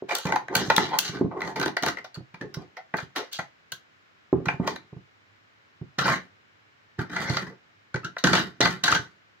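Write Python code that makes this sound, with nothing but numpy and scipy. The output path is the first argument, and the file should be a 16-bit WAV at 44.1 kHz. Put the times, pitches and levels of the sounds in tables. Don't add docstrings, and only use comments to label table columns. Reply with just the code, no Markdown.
import sys
import numpy as np
from scipy import signal
from scipy.io import wavfile

SR = 44100
rng = np.random.default_rng(int(sys.argv[2]) if len(sys.argv) > 2 else 0)


def wav_out(sig):
    wavfile.write(sys.argv[1], SR, np.round(np.clip(np.atleast_2d(sig).T, -1, 1) * 32767).astype(np.int16))


N = 414518

# start in seconds, relative strength in dB,
# hardness (click over strength) in dB, contact t60 in seconds, pitch of the struck spot in Hz.
STUD_KNOCKS = [(0.0912, -23, -16, 0.02, 2380), (.108, -20, -19, 0.045, 2325),
               (0.151, -39, 17.5, 0.023, 1390), (.184, -40, 12, 0.026, 1430),
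               (.2534, -22, -11.5, 0.023, 2370), (.268, -25.5, -10, 0.033, 2410),
               (0.3219, -6, -17.5, 0.012, 826), (0.3582, -15, -14.5, 0.033, 867),
               (0.4827, -17, -23, 0.012, 814), (.552, -13.5, -1, 0.029, 1507),
               (0.566, -28.5, 11, 0.01, 825), (0.7, -3, -16.5, 0.034, 860), (0.7636, -17.5, 6, 0.015, 3660),
               (0.7791, 2, -15, 0.011, 844), (0.9875, -21.5, 13, 0.016, 1570),
               (1.405, -24, -15.5, 0.02, 1140), (1.418, -19, -11.5, 0.01, 2030),
               (1.4744, -22, -15.5, 0.026, 820), (1.5587, -27, -13, 0.15, 850),
               (1.5977, -21, -5, 0.017, 1570), (1.6133, -13.5, -12, 0.015, 1460),
               (1.627, -18.5, -12.5, 0.054, 1430), (1.6575, -21.5, -10, 0.044, 1080),
               (1.679, -14.5, -14, 0.012, 850), (1.767, -12.5, -16, 0.035, 743),
               (1.824, -22.5, -3.5, 0.02, 1660), (1.8328, -12, -13, 0.032, 820),
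               (1.8626, -8.5, -9, 0.0091, 1460), (1.8826, -22, -7, 0.051, 1420),
               (1.97, -29.5, -19, 0.043, 1970), (1.9842, -34.5, -15.5, 0.046, 2010),
               (2.0436, -34.5, -12, 0.073, 702), (2.1439, -48, -3, 0.087, 4500),
               (2.158, -40.5, -17, 0.029, 1410), (2.342, -37, -17.5, 0.051, 2390),
               (2.411, -33.5, -13.5, 0.059, 1705), (2.541, -37, -2, 0.048, 5410),
               (2.768, -36, -14.5, 0.085, 2070), (2.9394, -9.5, -49, 0.022, 655),
               (2.969, -47.5, 7.5, 0.023, 4580), (2.984, -22.5, -23, 0.045, 1455),
               (3.1604, -23, -9, 0.15, 1830), (3.33, -46, 23.5, 0.0028, 3350),
               (3.3883, -22, -18.5, 0.078, 674), (3.7194, -32.5, 1.5, 0.044, 1542),
               (4.327, -28.5, -30.5, 0.0092, 1285), (4.4561, -25, -14.5, 0.04, 1402),
               (4.4839, -7.5, -29, 0.025, 2334), (4.6743, -14.5, -13, 0.037, 1050),
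               (4.759, -29, -13.5, 0.03, 3960)]
# start in seconds, relative strength in dB,
# hardness (click over strength) in dB, contact t60 in seconds, pitch of the struck spot in Hz.
CLATTERS = [(5.9858, -22.5, -5, 0.078, 1400), (6.037, -34, -18, 0.032, 3900),
            (6.054, -16.5, -24, 0.058, 1460), (6.079, -17.5, -17, 0.07, 1047),
            (6.096, -18.5, -19, 0.045, 1285), (6.136, -19.5, -20, 0.028, 2000),
            (6.9904, -36, -11, 0.054, 1510), (7.1633, -16, -18, 0.054, 1874), (7.297, -30, -4, 0.033, 4380),
            (7.3684, -14, -11.5, 0.04, 1628), (7.9424, -21, -18, 0.029, 1530),
            (7.958, -24, -18.5, 0.051, 1854), (8.045, -36.5, -3, 0.083, 1530),
            (8.1663, -14.5, -38, 0.012, 1710), (8.1832, -34, -4.5, 0.079, 3840),
            (8.2388, -9, -9.5, 0.054, 1280), (8.27, -13.5, -9, 0.035, 1520),
            (8.331, -8.5, -12.5, 0.053, 1480), (8.351, -12.5, -16, 0.069, 3570),
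            (8.377, -17.5, -13.5, 0.041, 1573), (8.6054, -10, -9, 0.035, 1460),
            (8.612, -12, -4, 0.024, 3850), (8.655, -9, -15.5, 0.039, 1450),
            (8.837, -17.5, -2.5, 0.052, 3750), (8.879, -14.5, -11, 0.045, 1540),
            (8.915, -15, -11, 0.044, 1870), (8.924, -11.5, -9, 0.028, 1385),
            (8.9484, -14, -7.5, 0.036, 1570)]
# start in seconds, rise in seconds,
# hold in seconds, relative level in dB, boards over level in dB, grit over level in dB.
SCRAPES = [(0.082, 0.014, 0.06, -33.5, -30, -7), (0.15, .01, 0.064, -57, -24, 13),
           (0.25, 0.0061, 0.082, -30.5, -1, -19.5), (0.49, 0.042, 0.035, -30.5, -11, -21.5),
           (0.538, 0.042, 0.061, -35, 6.5, 3), (0.702, 0.021, 0.017, -32.5, 4.5, -4.5),
           (0.787, 0.014, 0.075, -34.5, 6.5, 0.5), (0.899, 0.034, 0.029, -31, -17, -16.5),
           (1.011, 0.013, 0.061, -40.5, -3.5, 8), (1.103, 0.036, 0.028, -39.5, 8, -12),
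           (1.307, 0.0066, 0.056, -35, -3, -52), (1.37, 0.068, 0.063, -36.5, 1.5, -12.5),
           (1.548, 0.041, 0.087, -38.5, 8.5, -18), (1.818, 0.049, 0.019, -34, 5, -4.5),
           (2.406, 0.0071, 0.015, -53.5, 21, -15), (2.523, 0.047, 0.059, -53, 7.5, -16),
           (2.945, 0.033, 0.026, -43.5, -5, -2.5), (3.152, 0.017, 0.0052, -32, -34, 0.5),
           (3.313, 0.014, 0.03, -50, -28, 12.5), (4.336, 0.032, 0.015, -50, 26.5, -38),
           (4.467, 0.031, 0.025, -48.5, 8, -7.5), (4.594, 0.045, 0.034, -40, 4.5, -25),
           (4.665, 0.0079, 0.011, -39.5, 7.5, 2), (5.981, 0.0058, 0.045, -28, 0, -8.5),
           (6.041, 0.038, 0.052, -24.5, -2, -10), (6.98, 0.01, 0.015, -33, 3.5, -12.5),
           (7.096, 0.06, 0.24, -30.5, -0.5, -10), (7.401, 0.02, 0.068, -48.5, 6.5, -18.5),
           (8.007, 0.041, 0.017, -46.5, 7, -13), (8.238, 0.0057, 0.042, -22.5, 6, -11.5),
           (8.312, 0.021, 0.07, -27.5, 2.5, -4.5), (8.607, 0.015, 0.066, -22.5, 1.5, -9.5),
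           (8.832, 0.0047, 0.13, -27.5, -1.5, -4)]
# start in seconds, length in seconds, first pitch in Hz,
# last pitch in Hz, relative level in dB.
CREAKS = [(0.098, 0.038, 877, 937, -31), (0.12, 0.03, 423, 403, -34.5), (0.498, 0.0506, 355, 372, -33),
          (1.314, 0.013, 1140, 1120, -38), (1.346, 0.055, 378, 369, -36.5), (1.493, 0.04, 852, 855, -35.5),
          (1.558, 0.033, 432, 414, -32), (2.415, 0.053, 521.6, 380, -39), (2.771, 0.043, 728, 733, -42),
          (3.157, 0.0898, 296, 539, -35), (7.099, 0.091, 1456, 1924, -41), (7.502, 0.054, 461, 437, -47),
          (8.032, 0.053, 1285, 1580, -32.5)]
# start in seconds, relative level in dB, pitch in Hz.
THUDS = [(0.023, -18, 393), (0.253, -16.5, 151), (0.562, -16, 167), (0.68, -19.5, 138), (0.779, -11.5, 203),
         (1.092, -23, 136), (1.2108, -4, 298), (1.244, -10, 171), (1.259, -16.5, 250), (1.661, -10.5, 362),
         (1.831, -18, 280), (2.172, -24.5, 140), (2.204, -30, 131), (2.34, -34, 170), (2.414, -23.5, 320),
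         (2.569, -19, 147), (2.94, -19.5, 194), (3.026, -27, 131), (3.39, -26, 159), (3.725, -39.5, 127),
         (4.3282, -0.5, 342), (4.468, -16, 149), (4.54, -23.5, 144), (4.598, -8.5, 197),
         (4.926, -29, 135.6), (4.964, -26.5, 130.5), (5.813, -21, 141), (6.988, -14, 123),
         (7.298, -10.5, 130), (7.945, -16, 137), (8.047, -24.5, 140), (8.241, -8, 184), (8.334, -9.5, 191),
         (8.605, -7, 385), (8.924, -19, 121), (8.992, -23, 122)]
# pitch in Hz, width in Hz, relative level in dB.
BOARD_MODES = [(79.5, 23, -9), (133.1, 13, 0), (194, 37, 0), (265, 63, -5.5), (302, 28.4, 2),
               (393, 67, -2.5)]
SHELL_MODES = [(506.7, 130, 1.7), (710, 66, 4), (886, 61, 4.6), (1062, 47, 3), (1214, 39, 1)]
WINDOW_MODES = [(1367, 180, -0.5), (1539.4, 93, 2.5), (1755, 190, -1.5), (2021, 160, -0.5),
                (2373, 87, -4.5)]
CLICK_MODES = [(2868, 200, 5), (3275, 82, 5.5), (3580, 100, 5.5), (3977, 140, 7), (4456, 290, 5.5),
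               (5360, 600, 0), (6230, 710, 0.5)]
TICK_MODES = [(7560, 360, -10.5), (10050, 1100, -9.5), (15490, 5200, -14.5)]
# pitch in Hz, width in Hz, relative level in dB.
HUM_MODES = [(101, 17, 0)]
# time in seconds, level in dB.
HUM_LEVELS = [(4.1, -79), (5.3, -68), (6.8, -70), (9.4, -74)]
# frequency in Hz, relative level in dB.
HISS_SPECTRUM = [(30, -18.5), (70, -14.5), (98, -7.5), (212, -9.5), (420, -11.5), (792, -13), (1700, -8),
                 (6050, -27.5), (12500, -62), (15200, -36.5), (16500, -59.5)]
# frequency in Hz, left-right likeness from -1 to 1.
HISS_LIKENESS = [(60, 0.85), (240, 0.05), (950, -0.46), (3770, -0.14), (15000, 0.7)]

STUD_SHELL_DB, STUD_TICK_DB = -6, -6.5
CLATTER_SHELL_DB, CLATTER_TICK_DB = -9, -15.5
TICK_PER_HARDNESS = 0.48
SNAP_DB, RATTLE_DB = -11, -0.5
RING_DB, RING_SHARE, RING_CLICK_DB = -8.5, 0.53, 0
RISE_DB = (12, 17.5, 19.5)
RELEASE_DB_PER_S = (233.5, 304, 326.5)
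TAIL_DB, TAIL_SLOWER = -20, 0.44
LOOSE_FROM_S = 5.5
LOOSE_SHELL_DB, LOOSE_BOARDS_DB_PER_OCTAVE = -6, -7
CREAK_WAVER_HZ, CREAK_OCTAVE_DB = 79, -11.5
APART_ABOVE_HZ = 1600
LEFT_LAG = 3
ROOM_T60_S, WALL_CUT_HZ, ROOM_DB, ALIKE_BELOW_HZ = 0.21, 13400, -13, 220
HISS_DB = -58
CUTOFF_HZ = 17000


def knocks():
    start, strength_db, hard_db, t60, _, shell_db, tick_db = contacts()
    click_db = strength_db + hard_db
    # modes, share of t60, contact cut in Hz, dB per contact
    parts = [(WINDOW_MODES, 0.9, 3500, 0.5 + strength_db),
             (SHELL_MODES, 1.1, 2500, 2.0 + strength_db + shell_db),
             (CLICK_MODES, 0.8, 12000, 8.5 + click_db),
             (TICK_MODES, 0.7, 20000, 7.0 + click_db + TICK_PER_HARDNESS * hard_db + tick_db)]
    rattle = amp(RATTLE_DB + drift(100))
    t = np.arange(SR // 6) / SR
    rise = 1 - np.exp(-t / 0.00083)

    def spot(hz):
        near, latest = near_spot(hz, width=0.04)
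        return amp(13.0 * near + 2.0 * rng.standard_normal(len(start)))[latest]

    out = 0
    for modes, share, cut_hz, part_db in parts:
        burst, snap = np.zeros((2, N + SR))
        for s, db, contact_s in zip(start, part_db, t60):
            i = round(s * SR)
            ring_s = max(share * contact_s, 0.003)
            burst[i:i + len(t)] += rise * amp(db - 60 * t / ring_s)
            snap[i + 2] += amp(db + SNAP_DB) * np.sqrt(ring_s * SR / (2 * np.log(1000)))
        rattling = burst[:N] * rattle * rng.standard_normal(N)
        force = snap[:N] + two_ports(rattling, apart=2.1)
        out = out + body(soft(force, min(cut_hz, 0.47 * SR)), modes, spot)
    return out


def rings():
    out, t = np.zeros(N + SR), np.arange(SR // 6) / SR
    rise = 1 - np.exp(-t / 0.0027)
    for s, strength_db, hard_db, t60, hz, _, _ in contacts().T:
        among_clicks = hz > WINDOW_MODES[-1][0] * 1.1
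        db = strength_db + RING_DB + (hard_db + RING_CLICK_DB) * among_clicks
        i = round(s * SR)
        decay = amp(db - 60 * t / (RING_SHARE * t60))
        out[i:i + len(t)] += rise * decay * np.sin(2 * np.pi * hz * t)
    return out[:N] * amp(2.5 * np.array([drift(60), drift(60)]))


def contacts():
    rows = [(*row, STUD_SHELL_DB, STUD_TICK_DB) for row in STUD_KNOCKS]
    rows += [(*row, CLATTER_SHELL_DB, CLATTER_TICK_DB) for row in CLATTERS]
    return np.transpose(sorted(rows))


def near_spot(hz, width):
    start, spot_hz = contacts()[[0, 4]]
    near = np.exp(-(np.log(hz / spot_hz) / width) ** 2)
    latest = np.maximum(np.searchsorted(start * SR, np.arange(N)) - 1, 0)
    return near, latest


def scrapes():
    boards_gain, shell_gain, grit_gain = strokes()
    slips = grit(per_s=3500, spread_db=3.0)
    toy = two_ports(slips, apart=1.8)
    buzz = grit_gain / (grit_gain + amp(-3.0) * shell_gain)
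    loose = np.arange(N) > LOOSE_FROM_S * SR

    def shifting(hz):
        near, latest = near_spot(hz, width=0.25)
        return amp(5.4 * near[latest] + 2.73 * drift(14))

    def sliding(hz):
        octaves = max(np.log2(hz / BOARD_MODES[2][0]), 0)
        return amp(LOOSE_BOARDS_DB_PER_OCTAVE * octaves * loose)

    shell = np.sqrt(1 - buzz) * body(soft(toy, cut_hz=3300), SHELL_MODES, shifting)
    windows = np.sqrt(buzz) * body(toy, WINDOW_MODES, shifting)
    bright_modes = CLICK_MODES + [(hz, width, db - 21.5) for hz, width, db in TICK_MODES]
    boards = body(soft(slips, cut_hz=1900), BOARD_MODES, sliding)
    bright = body(toy, bright_modes, shifting)
    dull = amp(LOOSE_SHELL_DB * loose) * shell + windows
    return boards_gain * boards + shell_gain * dull + grit_gain * bright


def strokes():
    levels, t = np.full((3, N + SR), 1e-9), np.arange(SR // 2) / SR
    onset = np.clip(t / 0.0022, 0, 1)
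    for s, rise_s, hold_s, db, boards_db, grit_db in SCRAPES:
        climb = np.outer(RISE_DB, np.clip(1 - t / max(rise_s, 0.002), 0, 1))
        fall = np.outer(RELEASE_DB_PER_S, np.maximum(t - rise_s - hold_s, 0))
        part_db = db + np.c_[[boards_db, 0, grit_db]]
        release = amp(-fall) + amp(TAIL_DB - TAIL_SLOWER * fall)
        i = round(s * SR)
        levels[:, i:i + len(t)] += onset * amp(part_db - climb) * release
    return levels[:, :N]


def grit(per_s, spread_db):
    sizes = amp(spread_db * np.minimum(rng.exponential(1, N), 3)) * rng.choice([-1, 1], N)
    slipping = rng.random(N) < per_s / SR
    return rms_one(sizes * slipping * amp(2.4 * drift(37)))


def creaks():
    out = np.zeros(N)
    waver = rms_one(soft(rng.standard_normal((2, N)), cut_hz=CREAK_WAVER_HZ))
    for s, length, from_hz, to_hz, db in CREAKS:
        i, u = round(s * SR), np.linspace(0, 1, round(length * SR))
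        phase = 2 * np.pi * np.cumsum(from_hz + (to_hz - from_hz) * u) / SR
        a, b = waver[:, i:i + len(u)]
        tone = (1 + a) * np.sin(phase) + b * np.cos(phase)
        octave = amp(CREAK_OCTAVE_DB) * np.sin(2 * phase)
        out[i:i + len(u)] += amp(db) * np.sin(np.pi * u ** 0.78) * (tone + octave)
    return out


def thuds():
    push, tap, shake = np.zeros((3, N + SR))
    t = np.arange(SR // 4) / SR
    for s, db, hz in THUDS:
        i = round(s * SR)
        cycles = t * hz
        swell = amp(db - 60 * cycles / 4.3) * (1 - np.exp(-cycles / 0.8))
        push[i:i + len(t)] -= swell * np.sin(2 * np.pi * cycles)
        tap[i:i + len(t)] += amp(db - 60 * t / 0.033)
        shake[i:i + len(t)] += amp(db - 60 * t / 0.11)
    noise = soft(rng.standard_normal((2, N)), cut_hz=730)
    studs = body(tap[:N] * noise[0], SHELL_MODES)
    boards = body(shake[:N] * noise[1], BOARD_MODES)
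    return amp(12.0) * push[:N] + amp(-13.5) * studs + amp(-11.5) * boards


def room(x):
    out, dull = np.zeros((2, N)), np.exp(-2 * np.pi * WALL_CUT_HZ / SR)
    lags = (np.geomspace(0.0071, 0.023, 12) * SR).astype(int)
    for k, lag in enumerate(lags):
        loop, state = x.copy(), [0.]
        gain = amp(-60 * lag / SR / ROOM_T60_S)
        for i in range(lag, N, lag):
            back, state = signal.lfilter([gain * (1 - dull)], [1, -dull], loop[i - lag:i], zi=state)
            loop[i:i + lag] += back[:N - i]
        out[k % 2] += (loop - x) * (-1) ** (k // 2)
    return out


def hum():
    s, level_db = np.transpose(HUM_LEVELS)
    tone = body(body(rng.standard_normal(N), HUM_MODES), HUM_MODES)
    return amp(np.interp(np.arange(N) / SR, s, level_db)) * rms_one(tone)


def hiss():
    out, edges = 0, 28 * 2 ** np.arange(0, 9.4, 0.4)
    white = rng.standard_normal((2, 2, N))
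    for k, (low, high) in enumerate(zip(edges, edges[1:])):
        band = signal.butter(2, [low, high], "band", fs=SR, output="sos")
        mid, side = signal.sosfilt(band, white[k % 2])
        hz = np.sqrt(low * high)
        alike = np.clip(at_hz(HISS_LIKENESS, hz), -1, 1)
        pair = np.sqrt(1 + alike) * mid + np.sqrt(1 - alike) * side * [[1], [-1]]
        out = out + amp(at_hz(HISS_SPECTRUM, hz)) * pair
    return amp(HISS_DB) * rms_one(out)


def body(x, modes, coupling=lambda hz: 1):
    out, power = 0, 0
    for k, (hz, width, db) in enumerate(modes):
        r = np.exp(-np.pi * width / SR)
        poles = [1, -2 * r * np.cos(2 * np.pi * hz / SR), r * r]
        ringing = signal.lfilter([1, 0, -1], poles, coupling(hz) * x + 1e-18)
        out = out + (-1) ** k * amp(db) * (1 - r * r) / 2 * ringing
        power += amp(2 * db) * (1 - r * r) / 2
    return out / np.sqrt(power)


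def two_ports(force, apart):
    own = force * (1 + apart * rng.standard_normal((2, N))) / np.hypot(1, apart)
    high = signal.butter(1, APART_ABOVE_HZ, "high", fs=SR, output="sos")
    return force + signal.sosfilt(high, own - force)


def soft(x, cut_hz):
    return signal.sosfilt(signal.butter(2, cut_hz, fs=SR, output="sos"), x)


def drift(rate):
    r = np.exp(-2 * np.pi * rate * 40 / SR)
    slow = signal.lfilter([1], [1, -2 * r, r * r], rng.standard_normal(N // 40 + 2002))[2000:]
    return np.interp(np.arange(N) / 40, np.arange(len(slow)), rms_one(slow))


def at_hz(points, hz):
    table_hz, values = np.transpose(points)
    return np.interp(np.log(hz), np.log(table_hz), values)


def rms_one(x):
    return x / np.sqrt(np.mean(x ** 2) + 1e-20)


def amp(db):
    return 10 ** (np.asarray(db) / 20)


def scene():
    near = knocks() + rings() + scrapes() + thuds() + creaks()
    left, right = amp(ROOM_DB) * room(near[1])
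    high = signal.butter(1, ALIKE_BELOW_HZ, "high", fs=SR, output="sos")
    side = signal.sosfilt(high, left - right)
    wet = (left + right + side * [[1], [-1]]) / 2
    direct = np.array([np.roll(near[0], LEFT_LAG), near[1]])
    return direct + wet + hiss() + hum()


def record(dry):
    b, a = signal.iirpeak(9700, 1.8, fs=SR)
    dip = signal.lfilter(b, a, dry[0])
    bass = signal.sosfilt(signal.butter(1, 400, fs=SR, output="sos"), dry[0])
    left = amp(1.0) * (dry[0] - dip - 0.5 * bass)
    thin = signal.sosfilt(signal.butter(3, 70, "high", fs=SR, output="sos"), [left, dry[1]])
    rounded = 0.77 * np.tanh(thin)
    return signal.sosfilt(signal.cheby2(12, 70, CUTOFF_HZ, fs=SR, output="sos"), rounded)


dry = scene()
out = record(dry)
wav_out(out)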